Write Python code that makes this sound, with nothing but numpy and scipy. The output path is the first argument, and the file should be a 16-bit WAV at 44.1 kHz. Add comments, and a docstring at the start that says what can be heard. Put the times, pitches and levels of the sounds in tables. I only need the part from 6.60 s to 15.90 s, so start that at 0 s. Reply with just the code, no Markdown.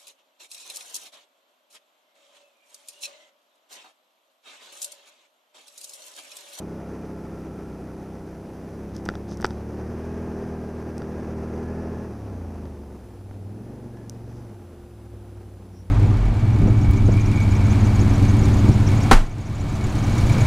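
"""First the steady, uneven beat of a V-twin quad bike on a muddy track, heard from a camera worn by the rider.
The engine climbs under load, rolls off, is blipped once and settles to a lumpy idle while its radiator fan hums.
Engine pulses are sums of harmonics; clatter, hiss and ringing are filtered noise; whines are sines.
Gear knocks against the camera housing on the bumps, as short bursts of its resonances.
The microphone adds hiss and a thin whistle."""
import sys
import numpy as np
from scipy import signal
from scipy.fft import rfft, irfft, next_fast_len
from scipy.io import wavfile
from scipy.ndimage import uniform_filter1d

SR = 44100
rng = np.random.default_rng(int(sys.argv[2]) if len(sys.argv) > 2 else 0)


def persist_wave(psi):
    """Save psi, clipped to +-1, as 16-bit WAV."""
    counts = np.round(np.clip(psi, -1, 1) * 32767).astype(np.int16)
    wavfile.write(sys.argv[1], SR, np.atleast_2d(counts).T)


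N = 410130
TIME = np.arange(N) / SR

# airy spectrum shared by the engine's hiss and the rubbing cloth: f/Hz, relative level/dB
HISS_SPECTRUM = [(2500, -19), (3300, -10), (4100, -11.5), (4950, -4), (5400, -4), (6100, -2), (6900, -12.5),
                 (8000, -19.5), (10000, -20.5), (15000, -41)]
SECOND_FIRING = 280 / 720  # in turns of the four-stroke cycle, after the first firing
REFERENCE_SPEED = 40.5  # cycles/s, near the top of the climb: clatter, hiss and gear levels refer to it
ENGINE_SHADOW_DB = -9 + 6  # loss of clatter, rasp and hiss behind the rider's body


def amp(db):
    """Decibels to gain."""
    return 10 ** (np.asarray(db) / 20)


def unit(x):
    """Scales to rms 1."""
    return x / np.sqrt(np.mean(x ** 2) + 1e-20)


def curves(rows, t=TIME):
    """Each column of a time table, joined by straight lines."""
    s, *columns = np.transpose(rows)
    return [np.interp(t, s, column) for column in columns]


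def spectrum(points, hz):
    """Reads a (f/Hz, level/dB) table on a log-frequency axis."""
    f, db = np.transpose(points)
    return np.interp(np.log(hz + 1), np.log(f + 1), db)


def colour(x, gain):
    """Filters x by a gain that is a function of frequency; rms 1."""
    size = next_fast_len(len(x))
    bins = rfft(x, size) * gain(np.fft.rfftfreq(size, 1 / SR))
    return unit(irfft(bins, size)[:len(x)])


def noise(points, gate=1):
    """Gated noise shaped by a spectrum table; rms 1."""
    return colour(gate * rng.standard_normal(N), lambda f: amp(spectrum(points, f)))


def ringing(hz, width_hz):
    """Noise in one resonance; rms 1."""
    return colour(rng.standard_normal(N), lambda f: 1 / (1 + ((f - hz) / width_hz) ** 2))


def wander(hz):
    """Slow random drift of rms 1, up to about the given rate."""
    return colour(rng.standard_normal(N), lambda f: np.exp(-(f / hz) ** 2))


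def swell(s, length):
    """A smooth rise and fall starting at s."""
    return np.sin(np.pi * np.clip((TIME - s) / length, 0, 1))


def add(mix, s, sound):
    """Adds a sound at time s."""
    part = mix[round(s * SR):][:len(sound)]
    part += sound[:len(part)]


def causal_log(log_gain):
    """Gives a log gain the phase of a body that rings only after it is struck (minimum phase)."""
    return np.conj(signal.hilbert(log_gain))


def strike(body, vary_db=3.0, order=2048):
    """One blow on a body with the given resonances, peak 1; each lands a little differently."""
    varied = np.array(body, float) + [0, vary_db] * rng.standard_normal((len(body), 2))
    log_gain = np.log(amp(spectrum(varied, abs(np.fft.fftfreq(order, 1 / SR)))))
    blow = np.fft.ifft(np.exp(causal_log(log_gain))).real  # sharp start, short ring
    return blow / abs(blow).max()


def crank_speed(t=TIME):
    """Mean crank speed in four-stroke cycles per second; the pitch of the whole engine follows it."""
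    # crank speed: t/s, speed/(cycles/s)
    speed_points = [(0, 33.2), (.6, 33.2), (1.13, 31.8), (1.7, 32.6), (2.02, 32.3), (2.2, 35.2),
                    (2.4, 32.8), (2.55, 35.3), (2.7, 34.2), (2.9, 36.6), (3.12, 36.7), (3.48, 40.7),
                    (4.3, 39.4), (4.9, 39.4), (5.15, 40.9), (5.42, 40.4), (5.82, 28), (6.2, 24.4),
                    (6.55, 19.5), (6.84, 19.4), (7.14, 24.7), (7.44, 22.4), (7.81, 23.6), (8.03, 17.8),
                    (8.33, 13.3), (9.3, 11.25)]
    return curves(speed_points, t)[0]


def throttled(shut, wide_open, t=TIME):
    """A value that moves with the throttle between its two ends."""
    # throttle: t/s, opening (0-1)
    openings = [(0, 0.78), (1.95, 0.64), (2.6, 0.73), (3.7, 0.88), (4.2, 0.81), (4.45, 0.84), (5.15, 0.92),
                (5.38, 0.87), (5.55, 0.66), (6, 0.67), (6.5, 0.22), (7, 0.64), (7.75, 0.48), (8.08, 0.11),
                (9.3, 0.35)]
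    return shut + (wide_open - shut) * np.clip(curves(openings, t)[0], 0, 1)


def turned_away(t=TIME):
    """How far the rider, looking back, has turned from the machine, 0-1; the body then shadows it."""
    # looks back: t/s, length/s
    looks_back = [(6.29, 1.6), (8.85, 1.2)]
    return np.interp(t, TIME, sum(swell(s, length) for s, length in looks_back))


def microphone_noise(channels, shared_db=-68, own_db=-68.0, whistle_db=-76.0, whistle_hz=10519.6):
    """Self-noise, partly separate in each channel, and an electronic whistle."""
    # self-noise common to the channels: f/Hz, relative level/dB per Hz
    floor_spectrum = [(100, -38), (2500, 6.5), (4000, 2.5), (6000, -2), (8000, -2), (11000, -6),
                      (15200, -22)]
    # hiss that differs between the channels: f/Hz, relative level/dB per Hz
    spread_spectrum = [(300, -35), (1000, -23), (2000, -23), (3000, -1), (6000, 0.5), (8000, 1.5),
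                       (11000, 1), (15000, 0.5)]
    own = np.array([noise(spread_spectrum) for _ in range(channels)])
    whistle = np.sqrt(2) * np.sin(2 * np.pi * whistle_hz * TIME)
    return amp(shared_db) * noise(floor_spectrum) + amp(own_db) * own + amp(whistle_db) * whistle


def jacket_rubs(grains_per_s=700):
    """Cloth rubbing on the camera mount: random grains over a faint steady rustle."""
    # jacket on the mount: t/s, length/s, level/dB
    rubs = [(2.33, 0.07, -57), (2.44, .17, -68), (2.67, .09, -53.5), (2.76, 0.26, -62.5), (7.62, 0.28, -69)]
    grains = (rng.random(N) < grains_per_s / SR) + 0.046
    return noise(HISS_SPECTRUM, grains) * sum(amp(db) * swell(s, length) for s, length, db in rubs)


def squeals():
    """A brief gear whine and a brake squeal, each noise in one narrow resonance."""
    # squeals: t/s, length/s, f/Hz, width/Hz, level/dB
    squeal_rows = [(7.3, .2, 1680, 50, -64), (9.11, .14, 5600, 330, -65)]
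    return sum(amp(db) * swell(s, length) * ringing(hz, width) for s, length, hz, width, db in squeal_rows)


def bumps(thump_s=0.0013, thump_db=-21, thump_growth=0.2, rattle_db=-46, rattle_t60=0.11, order=2048):
    """Knocks ring the housing and push it once; ticks ring a small clip; a faint rattle trails both."""
    # knocks on the housing: t/s, peak level of the body ring/dB, crack relative to it/dB
    knocks = [(2.4618, -30, -7), (2.4889, -14, -7.5), (2.4998, -32, -7), (2.539, -32, -20),
              (2.5539, -29.5, -4), (2.7198, -35, -7), (2.801, -30, -19), (2.8267, -24, -12),
              (2.8435, -30, 1), (2.8458, -6.5, -10.5), (2.854, -22, -0.5), (2.907, -31, -5),
              (4.4199, -30, -12), (6.055, -40, -5), (6.711, -39.5, -20)]
    # small plastic ticks: t/s, peak level/dB
    ticks = [(2.3658, -31), (2.4545, -32), (2.4582, -34), (2.7727, -33.5), (2.811, -32), (2.818, -30.5),
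             (2.8652, -28), (4.381, -29.5), (7.4968, -22)]
    # resonances of housing body, its hard crack and the small plastic clip: f/Hz, relative level/dB
    shell = [(100, -25), (400, -2.5), (620, -6), (880, 1), (1150, -7), (1380, 2), (1900, -9.5), (2080, -11),
             (2250, -28), (4000, -51), (9000, -75)]
    crack = [(1700, -36), (2300, 0), (2850, -5), (3100, -3), (3400, 0), (3850, -1), (4200, -14), (4750, 3),
             (5300, -3.5), (5800, 0), (6600, -21), (7800, -9), (8600, -23), (15000, -32)]
    plastic_clip = [(1000, -34), (3000, -11), (4300, -9), (5300, 2.5), (6100, 3.5), (7000, -11),
                    (8100, -2.5), (9500, -16), (12000, -16), (15500, -20)]
    out, t = np.zeros(N), np.arange(order) / SR
    push = -np.sin(np.pi * t / thump_s / 2) * np.exp(1 - t / thump_s)
    for s, db, crack_db in knocks:
        ring = strike(shell) + amp(crack_db) * strike(crack)
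        # the push grows less than the ring as the knock gets harder
        add(out, s, amp(db) * ring + amp(thump_db + thump_growth * db) * push)
    for s, db in ticks:
        add(out, s, amp(db) * strike(plastic_clip))
    tail = rng.standard_normal(order) * amp(rattle_db - 60 * t / rattle_t60)
    return out + signal.oaconvolve(out, tail)[:N]


def radiator_fan(on_s=5.7, rise_s=.25, steady_hz=351.5, sag_hz=9, settle_s=0.49, level_db=-51,
                 octave_db=-24, shadow_db=-9, waver=0.00073):
    """The electric fan cuts in as the engine rolls off; its blade tone sags to a steady pitch."""
    age = np.maximum(TIME - on_s, 0)
    hz = (steady_hz + sag_hz * np.exp(-age / settle_s)) * (1 + waver * wander(8))
    blades = 2 * np.pi * np.cumsum(hz) / SR
    tone = np.sqrt(2) * (np.sin(blades) + amp(octave_db) * np.sin(2 * blades))
    return amp(level_db + shadow_db * turned_away()) * tone * np.minimum(age / rise_s, 1)


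def belt_casing(casing_hz=1340, casing_width_hz=55, upper_hz=2410, upper_width_hz=40, upper_db=-15):
    """Two resonances of the belt casing ring under a steady pull."""
    # pulls: t/s, length/s, level/dB
    pulls = [(-.7, 2.65, -58.5), (4.3, 1.15, -60.5)]
    casing = ringing(casing_hz, casing_width_hz) + amp(upper_db) * ringing(upper_hz, upper_width_hz)
    return casing * sum(amp(db) * swell(s, length) for s, length, db in pulls)


def gear_whine(turns, level_db=-59.5, fall_db_per_cycle=3):
    """Gear teeth whine in step with the crank, and only near its top speed."""
    # the belt drive shifts up, so the gears gain on the crank
    teeth_per_cycle = np.interp(TIME, [3.9, 5], [40, 42])
    speed = np.gradient(turns) * SR
    mesh = np.sin(2 * np.pi * np.cumsum(teeth_per_cycle * speed) / SR)
    db = level_db - fall_db_per_cycle * (REFERENCE_SPEED - crank_speed())
    return amp(db) * np.sqrt(2) * mesh * (1 + 0.13 * wander(12))


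def gulp(airbox_hz=212, airbox_width_hz=32, brisk_cycles_per_s2=15, size=8192):
    """Turbulent intake air rings the airbox while the engine changes speed."""
    change = uniform_filter1d(abs(np.gradient(crank_speed())) * SR, size) / brisk_cycles_per_s2
    return amp(throttled(-60.5, -41)) * np.sqrt(abs(change)) * ringing(airbox_hz, airbox_width_hz)


def machinery(turns, puff=0.61, puff_turns=0.07, lag_turns=.05, flutter_db=0.99, loaded_db=7.5, coasting_db=8.0,
              clatter_db_per_octave=3, hiss_db_per_octave=4.5):
    """Clatter of valves, belt and tyres, and hiss: noise that swells after each firing."""
    # clatter under load and coasting: f/Hz, relative level/dB per Hz
    loaded_spectrum = [(15, -36), (35, -21), (70, 2), (130, -0.5), (250, -1.5), (400, 2.5), (520, -4),
                       (850, -9), (1120, -15.5), (1350, -18), (1850, -20.5), (2200, -26), (2500, -25.5),
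                       (4000, -50)]
    coasting_spectrum = [(15, -44), (40, 9.5), (90, -1.5), (150, 1.5), (210, 7), (330, 0.5), (520, -1),
                         (640, -6), (800, -5), (1000, -11.5), (1450, -14), (2000, -21.5), (3300, -32),
                         (6000, -36.5)]
    load = throttled(0, 1)
    octaves = np.log2(crank_speed() / REFERENCE_SPEED)
    # throttle shut to wide open; the loaded and coasting gains come on top of the clatter level
    clatter_db = throttled(-52, -42.5) + clatter_db_per_octave * octaves
    hiss_db = throttled(-71.5, -62.5) + hiss_db_per_octave * octaves
    firings = sum(np.exp(-((turns - at - lag_turns) % 1) / puff_turns) for at in (0, SECOND_FIRING))
    gate = (1 + puff * firings) * amp(flutter_db * wander(23))
    loaded = load * amp(loaded_db) * noise(loaded_spectrum, gate)
    coasting = (1 - load) * amp(coasting_db) * noise(coasting_spectrum, gate)
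    hiss = amp(hiss_db) * noise(HISS_SPECTRUM, gate)
    return amp(ENGINE_SHADOW_DB * turned_away()) * (amp(clatter_db) * (loaded + coasting) + hiss)


def pipe_response(top_hz=720, order=32768):
    """Causal response of the pipework: (Hz, log gain + j phase)."""
    # exhaust and airbox response: f/Hz, level/dB before the treble roll-off
    pipe = [(25, -18), (45, -3), (60, 4), (80, 3), (98, 5.5), (115, -4), (140, -12.5), (165, -10),
            (205, -5.5), (240, -7), (290, -8.5), (390, -12.5), (470, -16.5), (700, -27)]
    hz = abs(np.fft.fftfreq(order, 1 / SR))
    roll_off = (1 + (hz / top_hz) ** 4) ** 0.38
    log_gain = np.log(amp(spectrum(pipe, hz)) / roll_off + 1e-4)
    return hz[:order // 2], causal_log(log_gain)[:order // 2]


def load_shape(k, t):
    """Gain of each multiple k of the cycle rate, blended between the running states."""
    # state: t/s, state (0 cruise, 1 climb, 2 overrun, 3 blip, 4 idle; values between are blends)
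    state_points = [(0, 0), (2, 0), (3.4, 1), (5.38, 1), (5.56, 2), (6.4, 2), (6.9, 3), (7.82, 3), (8.2, 4),
                    (9.3, 4)]
    # pulse shape: multiple of the cycle rate, then level/dB at cruise, climb, overrun, blip, idle
    load_orders = [(1, 2, 9, 3, 13, -10), (2, -7, 5, -3, -5, 0.0), (3, -10.5, 8.5, 2.5, -7, -9),
                   (4, 1.5, 15, 4, 2.5, -10), (5, 6.5, -1, 0, 9, 3.5), (6, 8.5, 7, 4, 13, -3),
                   (7, 2.5, -16, -3.5, -5, -29), (8, -1, -3, -1, 0, 8), (9, 20.5, 17.5, 19, 17, 22),
                   (10, 5, 5.5, -1.5, 4.5, -16), (11, 0, 0, -6, -7, 1), (12, 9, -1.5, 1, 4.5, 12),
                   (13, 0, -3.5, -27, -4.5, 6), (14, -25, 13, 12.5, 10.5, -5), (15, 1.5, 0, -2.5, 1, -13),
                   (16, 3, 1, -3, 2.5, 11.5)]
    state, = curves(state_points, t)
    multiples, *shapes = np.transpose(load_orders)
    db = 0
    for i, shape in enumerate(shapes):
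        share = np.maximum(0, 1 - abs(state - i))
        db = db + share * np.interp(k, multiples, shape, right=0)
    return amp(db)


def engine(turns, second=0.83, split_hz=140, boom_rough=0.098, drone_rough=.05, intake_turns=0.2178,
           smear_s=.022, smear_hz=300, count=44, size=100):
    """Two unevenly spaced firings a cycle ring the exhaust (boom), the airbox (drone) and the block (rasp)."""
    # exhaust boom: t/s, level/dB
    exhaust = [(0, -42.5), (1.85, -46), (2.75, -37.5), (3.45, -36), (4.4, -38), (5.28, -34), (5.47, -38.5),
               (5.8, -34), (6.48, -43.5), (6.82, -36), (7.15, -42), (7.72, -38), (8.17, -45.5),
               (8.55, -40.5), (9.3, -42)]
    # engine block and panels shaken by each firing: f/Hz, relative level/dB
    rasp_spectrum = [(260, -25), (340, 0.5), (450, 3.5), (600, 0), (720, 0), (880, -2), (1050, -13),
                     (1350, -17.5), (1800, -21)]
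    # line strengths are worked out once every `size` samples
    t, k = TIME[::size], np.arange(1, count + 1)[:, None]
    hz = k * crank_speed(t)
    twin = 1 + second * np.exp(-2j * np.pi * k * SECOND_FIRING)
    # the silencer's chambers delay the upper lines, which smears each pulse
    smear = np.exp(-1j * np.pi * smear_s * hz ** 2 / smear_hz)
    piped = twin * load_shape(k, t) * smear * np.exp(np.interp(hz, *pipe_response()))
    low = 1 / (1 + (hz / split_hz) ** 16)
    boom = piped * low
    # the intake stroke follows the exhaust stroke
    drone = piped * (1 - low) * np.exp(-2j * np.pi * k * intake_turns)
    rasp = twin * smear * amp(spectrum(rasp_spectrum, hz))
    # boom and drone waver randomly in strength; drone and rasp run from throttle shut to wide open
    boom_level = amp(curves(exhaust, t)[0]) * (1 + boom_rough * wander(17)[::size])
    drone_level = amp(throttled(-59, -30, t)) * (1 + drone_rough * wander(10)[::size])
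    rasp_level = amp(throttled(-69, -46.5, t) + ENGINE_SHADOW_DB * turned_away(t))
    lines = 0
    for level, part in ((boom_level, boom), (drone_level, drone), (rasp_level, rasp)):
        lines = lines + level * part / np.sqrt((abs(part) ** 2).sum(0) / 2)
    # each line turns at its own multiple of the crank's phase
    step, phase, out = np.exp(2j * np.pi * turns), 1, 0
    for line in lines:
        phase = phase * step
        out = out + (np.interp(TIME, t, line) * phase).real
    return out


def scene(jitter_turns=0.0033, start_turns=.35):
    """The crank runs slightly unevenly; everything reaches the camera as one mono sound."""
    turns = start_turns + np.cumsum(crank_speed()) / SR + jitter_turns * wander(6.1)
    handling = jacket_rubs() + bumps()
    tones = squeals() + radiator_fan() + belt_casing() + gear_whine(turns)
    mono = handling + tones + gulp() + machinery(turns) + engine(turns)
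    return np.array([mono, mono])


def record(dry, edge_hz=15400):
    """The microphone adds its noise, and a steep low-pass sets the upper band limit."""
    wet = dry + microphone_noise(len(dry))
    low_pass = signal.firwin(401, edge_hz, window=("kaiser", 8), fs=SR)
    return signal.oaconvolve(wet, low_pass[None], "same")


dry = scene()
out = record(dry)
persist_wave(out)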